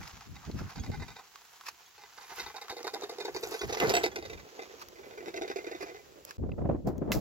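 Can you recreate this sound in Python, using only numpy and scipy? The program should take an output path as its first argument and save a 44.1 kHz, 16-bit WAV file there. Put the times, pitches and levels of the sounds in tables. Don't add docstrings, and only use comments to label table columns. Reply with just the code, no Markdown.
import sys
import numpy as np
from scipy import signal
from scipy.fft import rfft, irfft, next_fast_len
from scipy.io import wavfile
from scipy.ndimage import map_coordinates

SR = 44100
rng = np.random.default_rng(int(sys.argv[2]) if len(sys.argv) > 2 else 0)


def unload_wav(signal):
    wavfile.write(
        sys.argv[1],
        SR,
        np.round(np.clip(np.atleast_2d(signal).T, -1, 1) * 32767).astype(np.int16),
    )


N = 317564

CHANGE_S = 6.371
TOP_HZ = 15900


def amp(db):
    return 10 ** (np.asarray(db) / 20)


def unit(x):
    return x / np.sqrt(np.mean(x ** 2) + 1e-20)


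def colour(points):
    f, db = np.transpose(points)
    return lambda hz: amp(np.interp(np.log(hz + 1), np.log(f), db))


def resonances(modes):
    return lambda f: sum(amp(db) * 1j * f * w / (c * c - f * f + 1j * f * w) for c, w, db in modes)


def curves(rows):
    s, *columns = np.transpose(rows)
    return [np.interp(np.arange(N) / SR, s, column) for column in columns]


def wobble(rate):
    knots = rng.standard_normal(int(N * rate / SR) + 4)
    return map_coordinates(knots, [np.arange(N) * rate / SR])


def filtered(x, response):
    n = x.shape[-1]
    m = next_fast_len(n + 4096)
    return irfft(rfft(x, m) * response(np.fft.rfftfreq(m, 1 / SR)), m)[..., :n]


def causal(points, size=2048):
    cepstrum = irfft(np.log(colour(points)(np.fft.rfftfreq(size, 1 / SR))))
    cepstrum[1:size // 2] *= 2
    cepstrum[size // 2 + 1:] = 0
    return irfft(np.exp(rfft(cepstrum)))


def unequal_sizes(n, spread_db):
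    return amp(spread_db * np.clip(rng.standard_normal(n), -2, 2))


def grains(n, rate, spread_db, unlike=1.0):
    sizes = unequal_sizes(n, spread_db) * rng.choice([-1, 1], n)
    struck = rng.random(n) < rate / SR
    ports = 1 + unlike * rng.standard_normal((2, n))
    return unit(sizes * struck * ports)


def pebbles(hz, spread_db, count, size):
    t = np.arange(size) / SR
    pitch = np.minimum(hz * np.exp(.28 * rng.standard_normal((count, 1))), TOP_HZ)
    ticks = np.sin(2 * np.pi * pitch * t) * np.exp(-pitch * t / 2.5)
    ports = 1 + rng.standard_normal((2, count))
    sizes = unequal_sizes(count, spread_db) * ports * rng.choice([-1, 1], count)
    where = (rng.integers(0, N, (count, 1)) + np.arange(size)).ravel()
    return unit(np.array([np.bincount(where, (ticks * port[:, None]).ravel(), N + size)[:N]
                          for port in sizes]))


def swells(rows):
    t = np.arange(N) / SR
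    return sum(amp(db) * np.exp(-np.maximum((s - t) / rise, (t - s) / fall))
               for s, db, rise, fall in rows)


def add(track, s, sound):
    part = track[..., max(round(s * SR), 0):][..., :sound.shape[-1]]
    part += sound[..., :part.shape[-1]]


def ringing(strikes, modes):
    out, t = np.zeros(N), np.arange(SR // 3) / SR
    onset = 1 - np.exp(-t / 0.00027)
    for s, db in strikes:
        ring = np.zeros(len(t))
        for hz, level, t60 in modes:
            decay = amp(level + rng.normal(0, 2.5) - 60 * t / t60)
            ring += decay * np.sin(2 * np.pi * (hz * rng.normal(1, 0.0032) * t + rng.random()))
        add(out, s, amp(db) * ring * onset)
    return out


def turbulence(spectrum, lumps_db, lumps_rate, shared):
    noise = rng.standard_normal((2, N)) + shared * rng.standard_normal(N)
    lumps = amp(lumps_db * np.array([wobble(lumps_rate), wobble(lumps_rate)]))
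    return unit(filtered(noise * lumps, colour(spectrum)))


# start of the hold t/s, length of the hold/s, level/dB
GUSTS = [(0, 0.0042, -40), (0.272, 0.095, -46.5), (0.474, 0.18, -41), (0.769, 0.26, -40.5),
         (0.965, 0.09, -52), (1.08, 0.049, -53.5), (2.427, 0.043, -57), (3.31, 0.069, -61),
         (3.436, 0.056, -58), (3.64, 0.071, -44), (3.833, 0.15, -50), (3.983, 0.45, -54),
         (4.67, 1.7, -66.5), (6.398, 0.13, -36.5), (6.614, 0.071, -32.5), (6.85, 0.023, -32),
         (7.084, 0.12, -38)]
GUST_RISE_S, GUST_FALL_S = 0.011, 0.035


def wind_strength(breeze_db):
    t = np.arange(N) / SR
    gusts = []
    for s, length, db in GUSTS:
        before, after = np.maximum(s - t, 0), np.maximum(t - s - length, 0)
        gusts.append(amp(db) * np.exp(-before / GUST_RISE_S - after / GUST_FALL_S))
    return np.maximum(np.max(gusts, axis=0), amp(breeze_db))


# f/Hz, level/dB
PLAIN_AIR = [(30, -30), (300, -23), (900, -1.5), (2500, -1), (7000, -1.5), (12000, -14.5), (16000, -6.5)]
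# f/Hz, level/dB
BUFFET = [(20, -18), (60, 5), (150, 0.5), (250, -5), (450, -18), (900, -40), (2000, -88)]
PLAIN_BREEZE_DB = -78


def plain():
    air = amp(-61) * turbulence(PLAIN_AIR, lumps_db=.5, lumps_rate=8, shared=.6)
    buffet = turbulence(BUFFET, lumps_db=2.5, lumps_rate=25, shared=0.54)
    return air + wind_strength(PLAIN_BREEZE_DB) * buffet


# f/Hz, level/dB
FLUTTER = [(120, 2), (350, 4), (650, -5), (1100, -28), (1500, -33), (2200, -39), (5000, -58), (10000, -90)]
# f/Hz, level/dB
GROVE_AIR = [(100, 7), (1000, -12), (2500, -7), (7000, -7), (11000, -17), (16000, -13)]
GROVE_BREEZE_DB = -40.5
FLUTTER_DB, FLUTTER_GROWS = -41, 0.56


def grove():
    strength = wind_strength(GROVE_BREEZE_DB)
    buffet = strength * turbulence(BUFFET, lumps_db=2.5, lumps_rate=42, shared=0.15)
    growth = (strength / amp(GROVE_BREEZE_DB)) ** FLUTTER_GROWS
    flutter = amp(FLUTTER_DB) * growth * turbulence(FLUTTER, lumps_db=7.5, lumps_rate=120, shared=0.21)
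    hiss = amp(-71) * turbulence(GROVE_AIR, lumps_db=1.5, lumps_rate=20, shared=.5)
    return buffet + flutter + hiss


# f/Hz, level/dB
FLAP = [(40, -30), (150, 6.5), (350, 4), (650, -2), (1000, -13.5), (1500, -24.5), (2200, -34.5),
        (5000, -58.5), (10000, -92)]
# peak t/s, level/dB, rise/s, fall/s, brightness 0-1
SLAPS = [(0.135, -48.5, 0.0028, 0.053, 0), (0.499, -33.5, 0.01, 0.0035, 0.34),
         (0.548, -31.5, 0.007, 0.025, 0.04), (0.615, -30, 0.0057, 0.006, 0.28),
         (0.902, -29, 0.015, 0.0046, 0.38), (3.827, -33, .008, 0.042, 0.95),
         (3.885, -32.5, 0.013, 0.037, 0.72), (6.437, -28.5, 0.0051, 0.015, 0.25),
         (6.494, -29, 0.0022, 0.0026, 0.87), (6.519, -36.5, 0.0038, 0.0054, 0.53),
         (6.585, -30, .003, 0.012, 0.96), (6.618, -30, 0.0062, 0.0058, 0.9),
         (6.659, -27, 0.0096, 0.0062, 0.8), (6.692, -20, 0.0014, 0.01, 1),
         (6.712, -27.5, 0.0033, 0.018, 0.5), (6.747, -28, 0.0037, 0.013, 1),
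         (6.878, -26, 0.0093, 0.027, 0.96), (6.962, -45, .01, 0.058, 1),
         (7.021, -30.5, 0.0037, 0.034, 0.77), (7.078, -28, 0.0012, 0.0031, 0.7),
         (7.11, -29, 0.012, 0.0071, 1), (7.167, -25.5, 0.025, 0.015, 0.72)]


def slaps():
    thump = turbulence(BUFFET, lumps_db=1.5, lumps_rate=70, shared=0.55)
    flap = turbulence(FLAP, lumps_db=3, lumps_rate=200, shared=0.7)
    out = np.zeros((2, N))
    for *eddy, bright in SLAPS:
        push = swells([eddy])
        slap = push * (thump + np.clip(bright, 0, 1) * (flap - thump))
        out += unit(slap) * np.sqrt(np.mean(push ** 2))
    return out


# centre t/s, envelope peak level/dB, f/Hz
THUMPS = [(.81, -29, 70), (.897, -30, 300), (6.392, -32, 80), (6.43, -29, 65), (6.463, -30, 100),
          (6.52, -26, 130), (6.61, -31, 115), (6.626, -29, 110), (6.655, -22.5, 150), (6.693, -22, 520),
          (6.712, -25, 230), (6.879, -22, 160), (7.112, -23, 190), (7.146, -29, 80), (7.176, -23, 70)]


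def thumps():
    out, t = np.zeros((2, N)), np.arange(-SR // 25, SR // 25) / SR
    for s, db, hz in THUMPS:
        turn = rng.random() + .22 * rng.standard_normal((2, 1))
        bell = np.exp(-(hz * t / .6) ** 2)
        add(out, s + t[0], amp(db) * bell * np.cos(2 * np.pi * (hz * t + turn)))
    return out


# peak t/s, level/dB, rise/s, fall/s
RUSTLES = [(6.872, -48.5, 0.0016, 0.02), (7.123, -32, 0.0022, 0.028)]
# f/Hz, level/dB
TWIGS = [(500, -25), (1200, 5), (3000, -6), (5000, 2), (8000, -2.5), (12000, -5), (16000, -2.5)]


def rustling():
    return swells(RUSTLES) * unit(filtered(grains(N, rate=9000, spread_db=3), colour(TWIGS)))


# t/s, level/dB
KNOCKS = [(6.518, -47), (7.12, -24.5)]
# f/Hz, level/dB, t60/s
BRANCH = [(2040, -9.5, 0.04), (2570, -1, 0.012), (2680, 5, 0.013), (4020, -19, 0.04), (4800, -18, 0.04)]


def knocks():
    return ringing(KNOCKS, BRANCH)


# t/s, peak level/dB before placing, bright edge against body level/dB, t60/s, f/Hz
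SNAPS = [(.031, -34, -18, .02, 2000), (.084, -36, 0, .015, 5000), (.209, -34, -28, .03, 1200),
         (.451, -36, -8, .02, 4500), (.514, -35, -16, .035, 4200), (1.358, -29, -25, .025, 1100),
         (1.611, -32.5, -22, .025, 1300), (1.637, -39, -35, .03, 1050), (2.169, -44, 5, .01, 7000),
         (2.324, -38, -6, .02, 7000), (2.361, -35, 5, .025, 11000), (2.683, -30, -20, .035, 1500),
         (2.83, -29, -20, .025, 5600), (2.878, -27, -30, .03, 1400), (3.011, -30, -10, .025, 6200),
         (3.249, -30, -4, .015, 5500), (3.343, -35, -10, .012, 5000), (3.411, -36, 6, .008, 13000),
         (3.473, -28, 2, .02, 6500), (3.511, -34, 3, .025, 12000), (3.527, -31, -10, .02, 4500),
         (3.61, -33, 0, .01, 4500), (3.675, -37, 8, .008, 14000), (3.709, -32, -18, .025, 4500),
         (3.801, -13.5, -20, .03, 2800), (3.839, -27, 2, .01, 1300), (3.872, -24, -5, .02, 4400),
         (3.895, -15, -3, .035, 4600), (3.94, -23, -8, .02, 4200), (3.952, -24, -10, .02, 4400),
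         (3.967, -14, -8, .03, 4000), (4.035, -19, -5, .02, 4400), (4.06, -22, -18, .025, 4000),
         (4.797, -38, 0, .015, 6000), (4.817, -31, -25, .045, 1200), (4.886, -31, 0, .016, 6000),
         (6.251, -26, 8, .012, 6000), (6.309, -27, -30, .035, 1700), (6.981, -41, 6, .02, 6500),
         (7.119, -12, -3, .035, 2700)]
FIRST_CRACK_DB = 19
SNAP_RING_DB = 11


def snaps():
    out, t = np.zeros((2, N)), np.arange(SR // 10) / SR
    wood = causal([(400, -10.0), (1000, 23.0), (2300, 16.0), (5000, 15.5), (8000, 12.0), (16000, 0)])
    edge = causal([(3000, -18), (7000, 40), (12000, 45), (16000, 42)])
    for s, db, edge_db, t60, hz in SNAPS:
        body = wood / np.linalg.norm(wood) + amp(edge_db) * edge / np.linalg.norm(edge)
        breaks = grains(len(t), rate=10000, spread_db=2) * amp(-60 * t / t60)
        breaks[:, 0] = amp(FIRST_CRACK_DB)
        broad = signal.fftconvolve(breaks, [body], axes=1)[:, :len(t)]
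        ring = resonances([(hz, hz / 8, SNAP_RING_DB)])
        crack = filtered(broad, lambda f: 1 + ring(f))
        add(out, s, amp(db) * crack / np.abs(crack).max())
    return out


# peak t/s, level/dB, rise/s, fall/s
SCUFFS = [(.077, -42.5, 0.0042, 0.0067), (.59, -46.5, 0.019, 0.019), (.705, -46, 0.015, 0.011),
          (1.669, -37, 0.0066, 0.0064), (1.686, -34.5, 0.0033, 0.0076), (2.4, -42.5, 0.032, 0.007),
          (3.52, -41.5, .015, 0.064), (4.824, -43.5, 0.017, 0.0058), (5.826, -42.5, 0.0061, 0.013),
          (6.294, -49, 0.02, 0.025)]
# f/Hz, level/dB
SCUFF = [(180, -72), (300, -33), (584, -28), (930, -10.5), (2210, -18.5), (2610, -12.5), (3030, -25.5),
         (5250, -15), (8360, -32), (9390, -27), (16000, -35)]


def scuffs():
    return swells(SCUFFS) * unit(filtered(grains(N, rate=14000, spread_db=2.5), colour(SCUFF)))


# peak t/s, level/dB, rise/s, fall/s
GRINDS = [(.06, -54, .04, 0.075), (.44, -54, .03, .04), (.59, -45, 0.0087, 0.037), (.675, -47, .007, .014),
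          (.707, -47, 0.011, 0.019), (1.2, -55, 0.015, 0.024), (1.792, -50, .002, .008),
          (2.19, -49.5, 0.011, .02), (2.32, -49, 0.007, 0.011), (2.4, -45, 0.014, 0.0071),
          (2.702, -34.5, 0.0045, 0.0066), (2.874, -42, .006, 0.0041), (2.94, -49.5, 0.0027, 0.027),
          (3.04, -46.5, .012, 0.013), (3.365, -44, .012, 0.01), (3.824, -33, .008, .016),
          (5.82, -44.5, 0.011, 0.019)]


def grinding():
    return swells(GRINDS) * pebbles(1350, spread_db=3, count=7000, size=256)


# t/s, crunch level/dB, dust level/dB
GRIT = [(0, -51.5, -61), (.35, -58.5, -74), (.8, -56.5, -67), (1.28, -62, -68.5), (1.53, -58.5, -64),
        (2.02, -63.5, -75.5), (2.36, -47.5, -53), (2.62, -58, -68.5), (3.25, -54.5, -69),
        (3.5, -52.5, -51.5), (3.62, -54, -60), (3.76, -43.5, -55.5), (3.96, -38.5, -48), (4.1, -60.5, -73),
        (4.7, -57, -80), (5.05, -64, -74), (5.7, -63.5, -79), (5.95, -57, -75.5), (6.36, -84, -74.5)]
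# f/Hz, level/dB
CRUNCH = [(290, -18), (500, -7), (644, -22), (679, 0), (1010, 0.5), (3580, -7.5), (4920, -6.5),
          (6770, -6.5), (8610, -47), (12000, -15), (15600, -62), (22000, -120)]
# f/Hz, level/dB
DUST = [(4000, -30), (7000, 0), (11000, 0), (16000, -3)]


def crushing():
    crunch_db, dust_db = curves(GRIT)
    grit = grains(N, rate=5500, spread_db=3.5)
    sand = pebbles(10500, spread_db=4.5, count=14000, size=48)
    crunch = unit(filtered(grit, colour(CRUNCH))) * amp(crunch_db + 2.7 * wobble(60))
    dust = unit(filtered(sand, colour(DUST))) * amp(dust_db + 0.76 * wobble(95))
    return crunch + dust


# t/s, level/dB
DRONE = [(0, -97), (1.0, -73.5), (2.1, -76.5), (2.6, -72), (2.85, -56.5), (3.72, -51.5), (3.9, -36),
         (4.08, -49.5), (4.45, -56), (5.0, -55), (5.4, -49), (5.8, -54.5), (6.05, -59.5), (6.36, -57)]
# f/Hz, width/Hz, level/dB
TRAY_HOLLOW = [(381, 75, 9.5), (474, 124, 4.5), (633, 180, -39), (790, 55, -40)]


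def droning():
    drone = unit(filtered(grains(N, rate=3000, spread_db=5), resonances(TRAY_HOLLOW)))
    return drone * amp(curves(DRONE)[0] + 2.5 * wobble(30))


# t/s, level/dB, to which each mode adds its own
CLINKS = [(.797, -84.5), (1.86, -90.5), (3.592, -75), (4.116, -86)]
# f/Hz, level/dB, t60/s
LID = [(3370, 31.5, 0.13), (3930, 18, 0.12), (4540, 26, 0.13), (6560, 36.5, 0.065), (9600, 19, 0.1)]


def clinks():
    return ringing(CLINKS, LID)


# t/s, level/dB
JOLTS = [(3.896, -45), (3.938, -28.5), (3.967, -29), (4.036, -42)]
# f/Hz, level/dB, t60/s
FRAME = [(700, 3, .14), (2042, -11, .09), (2690, -4, .12), (2875, -9, .1), (3133, -8, .15), (3708, -9, .09),
         (4496, -9, .08), (7799, -4, .13), (7912, -6, .08), (12302, -16, .09)]


def jolts():
    return ringing(JOLTS, FRAME)


# t/s, level/dB
DROPS = [(3.803, -25), (3.9, -27.5)]
# f/Hz, level/dB, t60/s
TRAY_RING = [(461, 0, .3), (706, -13, .2), (797, -16, .3), (1282, -17, .35), (1385, -19, .3),
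             (2690, -17, .12), (2864, -15, .14)]


def drops():
    return ringing(DROPS, TRAY_RING)


# t/s, clatter level/dB, boom level/dB, treble level/dB, boom f/Hz
BUMPS = [(0.01, -49, -71, -8, 420), (0.207, -54, -69, -35, 420), (0.354, -49, -77, 3, 420),
         (0.933, -41.5, -66, -11, 420), (1.019, -43.5, -49.5, -6, 416), (1.977, -51.5, -62, 2, 435),
         (2.012, -52.5, -69, 1, 432), (2.032, -50, -59.5, -3, 442), (2.174, -47, -62, 1, 436),
         (2.313, -46, -54, -27, 393), (2.38, -41, -49, -21, 465), (2.396, -35.5, -46.5, 7.5, 390),
         (2.461, -40, -53, -0.5, 456), (2.476, -49, -54, 1, 414), (2.496, -46, -58, -11, 450),
         (2.542, -44, -50, -7, 417), (2.559, -41, -52, 3, 396), (2.578, -44, -61, -12, 444),
         (2.612, -41, -51.5, 8, 457), (2.643, -53.5, -54, -2, 450), (2.695, -39, -71, 11, 450),
         (2.708, -42, -58, 0, 453), (2.724, -47.5, -41.5, 10, 398), (2.765, -43, -41.5, 9, 475),
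         (2.789, -45, -50, -6, 410), (2.803, -53, -44.5, -3, 383), (2.842, -39.5, -38, 3, 403),
         (2.867, -35, -39, 3.5, 447), (2.875, -53, -59, -28, 435), (2.934, -36.5, -35.5, 11, 450),
         (2.954, -41, -40, -10, 427), (3.018, -42.5, -41.5, 3.5, 437), (3.033, -41.5, -35, 12.5, 397),
         (3.092, -41, -40, 9.5, 463), (3.118, -60, -42.5, -3, 440), (3.183, -45, -37.5, 8, 427),
         (3.201, -37, -38, 4.5, 417), (3.249, -37, -35.5, 7.5, 417), (3.279, -41.5, -34.5, -6, 413),
         (3.346, -40, -37, 8, 410), (3.362, -37, -35.5, 8, 377), (3.428, -36, -34, 9, 465),
         (3.448, -45.5, -44, 4, 380), (3.466, -60, -41.5, -2, 380), (3.517, -47.5, -37, 17, 410),
         (3.54, -38, -34, 8, 435), (3.609, -35, -36.5, 3, 410), (3.631, -42.5, -32.5, 3, 380),
         (3.694, -43, -34, 7, 396), (3.724, -34.5, -33, 9, 420), (3.768, -38, -34.5, 1, 450),
         (3.8, -34.5, -31.5, 6, 368), (3.809, -27, -35, -14, 460), (3.822, -41, -23.5, -15, 444),
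         (3.841, -32, -31, -12, 426), (3.858, -39, -34, 1, 407), (3.876, -40, -33, -14, 406),
         (3.894, -31, -32.5, 17, 460), (3.907, -42, -33.5, -20, 454), (3.935, -33, -26.5, 3, 470),
         (3.949, -27, -31.5, 11, 397), (3.967, -28, -28, 0, 350), (4.008, -40.5, -38, -9, 398),
         (4.035, -26.5, -25, 9.5, 407), (4.057, -33, -31, 5.5, 363), (4.116, -49.5, -51, -17, 400),
         (4.157, -35, -36.5, 8, 415), (4.177, -48, -38.5, 7, 364), (4.224, -46, -42.5, 4, 394),
         (4.249, -44, -41.5, 10, 443), (4.296, -44, -42, 7, 430), (4.328, -45, -42.5, 2, 453),
         (4.59, -43, -39, 0, 388), (4.618, -45, -45.5, 12, 427), (4.695, -55, -48.5, -5, 427),
         (4.735, -68, -48, 6, 433), (5.174, -46, -40.5, 2, 420), (5.203, -50, -43, -3, 380),
         (5.225, -55, -42.5, -1, 370), (5.258, -46.5, -42, 4, 404), (5.279, -43.5, -36.5, 4, 372),
         (5.338, -43, -37.5, 4, 423), (5.36, -41.5, -40.5, 12.5, 390), (5.374, -41.5, -35.5, 0, 380),
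         (5.412, -39.5, -33, 6, 362), (5.422, -52, -36.5, -2, 385), (5.443, -45.5, -39, -3, 400),
         (5.476, -42.5, -45, 5, 420), (5.498, -42, -34.5, 4, 360), (5.512, -40.5, -42, -2, 360),
         (5.558, -41, -32, 7, 379), (5.586, -43, -38.5, 2.5, 408), (5.64, -47.0, -39.5, 3, 388),
         (5.666, -43, -35.5, 3.5, 373), (5.68, -46, -51, -8, 367), (5.712, -44.5, -37, 6, 375),
         (5.725, -46.5, -45, -13, 402), (5.747, -46, -39, 1, 380), (5.805, -44, -38, 6, 384),
         (5.826, -43, -37, -2, 376), (5.862, -50, -45, -2, 400), (5.881, -48.5, -43, 0, 390),
         (5.899, -54, -47, -4, 410), (5.912, -55, -45, -7, 380), (5.944, -50.5, -45.5, -2, 420),
         (5.963, -57, -49, -7, 420), (5.99, -56, -52, -6, 440)]
# first lug t/s, last lug t/s, number of lugs
HARD_GROUND = [(.753, 1.16, 6), (2.21, 2.29, 2), (4.372, 4.522, 3), (4.957, 5.107, 3)]
# t/s, clatter level/dB, boom level/dB
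TREAD = [(.75, -46.5, -57.5), (1.18, -46.5, -58.5), (2.25, -51.5, -65), (4.37, -50, -58), (4.52, -74, -54),
         (4.96, -54, -55), (5.12, -52, -48.5)]
REBOUND_S, REBOUND_DB = 0.025, -1.5
TREAD_BOOM_HZ = 440


def blows():
    rows = list(BUMPS)
    clatter_db, boom_db = curves(TREAD)
    for first, last, count in HARD_GROUND:
        for s in np.linspace(first, last, count):
            now = round(s * SR)
            rebound = s + REBOUND_S * (1 + .06 * rng.standard_normal())
            for when, db in (s, 0), (rebound, REBOUND_DB):
                rows.append((when, clatter_db[now] + db, boom_db[now] + db, 0, TREAD_BOOM_HZ))
    return rows


DETUNE, MODE_SCATTER_DB = .018, 3


def shifted(modes):
    scatter = rng.standard_normal((len(modes), 2))
    return [(hz * (1 + DETUNE * a), width, db + MODE_SCATTER_DB * b)
            for (hz, width, db), (a, b) in zip(modes, scatter)]


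# f/Hz, level/dB
FIRST_STEEL = [(400, -21), (850, 9.5), (1250, -3.5), (2100, -10.5), (3100, -37), (3700, -2.5), (4900, -9),
               (6500, -15.5), (7700, -11.5), (11000, -15.5), (16000, -27)]
# f/Hz, level/dB
SECOND_STEEL = [(400, -12.5), (850, -7.5), (1250, -1), (2400, 3), (3100, -13.5), (3700, -7.5),
                (4900, -16.5), (6500, -13.5), (7700, -21), (11000, -20), (16000, -33)]
# f/Hz, width/Hz, level/dB
PANELS = [(816, 67, 9), (1519, 41, 13.5), (2043, 42, 17.5), (2411, 29, 12), (2670, 160, 6),
          (3666, 145, 17.5), (4440, 210, 8.5), (4925, 127, 14), (5870, 81, 13), (6870, 54, 11.5)]
# f/Hz, width/Hz, level/dB against the boom
CLANG = [(467, 34, -9.5), (649, 53, -12.5), (708, 42, -9.5), (789, 46, -10.5)]
# f/Hz, level/dB
RADIATION = [(110, -8.5), (230, -13.5), (330, 2.5), (520, 2.5), (590, -2.5), (670, 3), (850, -5),
             (1200, -23), (3000, -36.5)]
BOOM_WIDTH_HZ = 64
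CLATTER_T60_S, BOOM_T60_S = 0.082, 0.067
BLOW_S = .014


def rattle():
    out, t = np.zeros((2, N)), np.arange(SR // 7) / SR
    second_share = np.clip(curves(PATH)[2], 0, 1)
    first_steel, second_steel = causal(FIRST_STEEL), causal(SECOND_STEEL)
    build_up = 1 - np.exp(-t / .0018)

    def at_level(x, db):
        return amp(db) * x / np.sqrt(np.sum(x ** 2) / (2 * SR * BLOW_S) + 1e-20)

    def dying(t60):
        return build_up * (amp(-60 * t / t60) + amp(-34 - 60 * t / .2))

    for s, clatter_db, boom_db, treble_db, boom_hz in blows():
        share = second_share[round(s * SR)]
        contacts = grains(len(t), rate=1700, spread_db=5.5, unlike=.6) * dying(CLATTER_T60_S)
        steel = (1 - share) * first_steel + share * second_steel
        sheet = signal.fftconvolve(contacts, [steel], axes=1)[:, :len(t)]
        load_hz = np.geomspace(900, 7000, 9)[:-1] * 1.29 ** rng.random(8)
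        panels = resonances(shifted(PANELS) + [(hz, 55, 11) for hz in load_hz])
        hardness = colour([(1700, 0), (4000, treble_db)])
        clatter = filtered(sheet, lambda hz: (1 + panels(hz)) * hardness(hz))
        pushes = grains(len(t), rate=3000, spread_db=3, unlike=.35) * dying(BOOM_T60_S)
        hollow = resonances([(boom_hz, BOOM_WIDTH_HZ, 0)] + shifted(CLANG))
        boom = filtered(pushes, lambda hz: hollow(hz) * colour(RADIATION)(hz))
        add(out, s, at_level(clatter, clatter_db) + at_level(boom, boom_db))
    return out


# t/s, lead of the right port/ms, right minus left level/dB,
# share of the second sheet-steel colour against the first 0-1
PATH = [(0, -0.037, 1.5, 0.58), (1.5, -0.039, 2.5, 0.2), (2.25, 0.044, 2.5, 0.39), (3.1, 0.098, 1.5, 0.21),
        (3.9, .24, 2, 0.66), (4.7, 0.307, 2.5, 0.89), (5.3, 0.38, 2.5, 0.79), (5.8, 0.38, 2.5, 0.8)]


def placed(pair):
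    lead_ms, right_db, _ = curves(PATH)
    now = np.arange(N)
    shift = lead_ms * SR / 2000 * (now < CHANGE_S * SR)
    return np.array([map_coordinates(x, [now + side * shift], order=5) * amp(side * right_db / 2)
                     for x, side in zip(pair, (-1, 1))])


def scene():
    t = np.arange(N) / SR
    steel = rattle() + drops() + jolts() + clinks() + droning()
    ground = crushing() + grinding() + scuffs()
    on_plain = (placed(steel + ground) + plain()) * (t < CHANGE_S)
    in_grove = (grove() + knocks() + rustling()) * (t > CHANGE_S + .012)
    return on_plain + in_grove + slaps() + thumps() + placed(snaps())


# f/Hz, level/dB
MICROPHONE = [(7750, -0.5), (8050, -10.5), (8400, -18.5), (9300, -10.5), (10300, -4.5), (11200, 1)]


def record(dry):
    return filtered(dry, lambda hz: colour(MICROPHONE)(hz) * (hz < TOP_HZ))


dry = scene()
out = record(dry)
unload_wav(out)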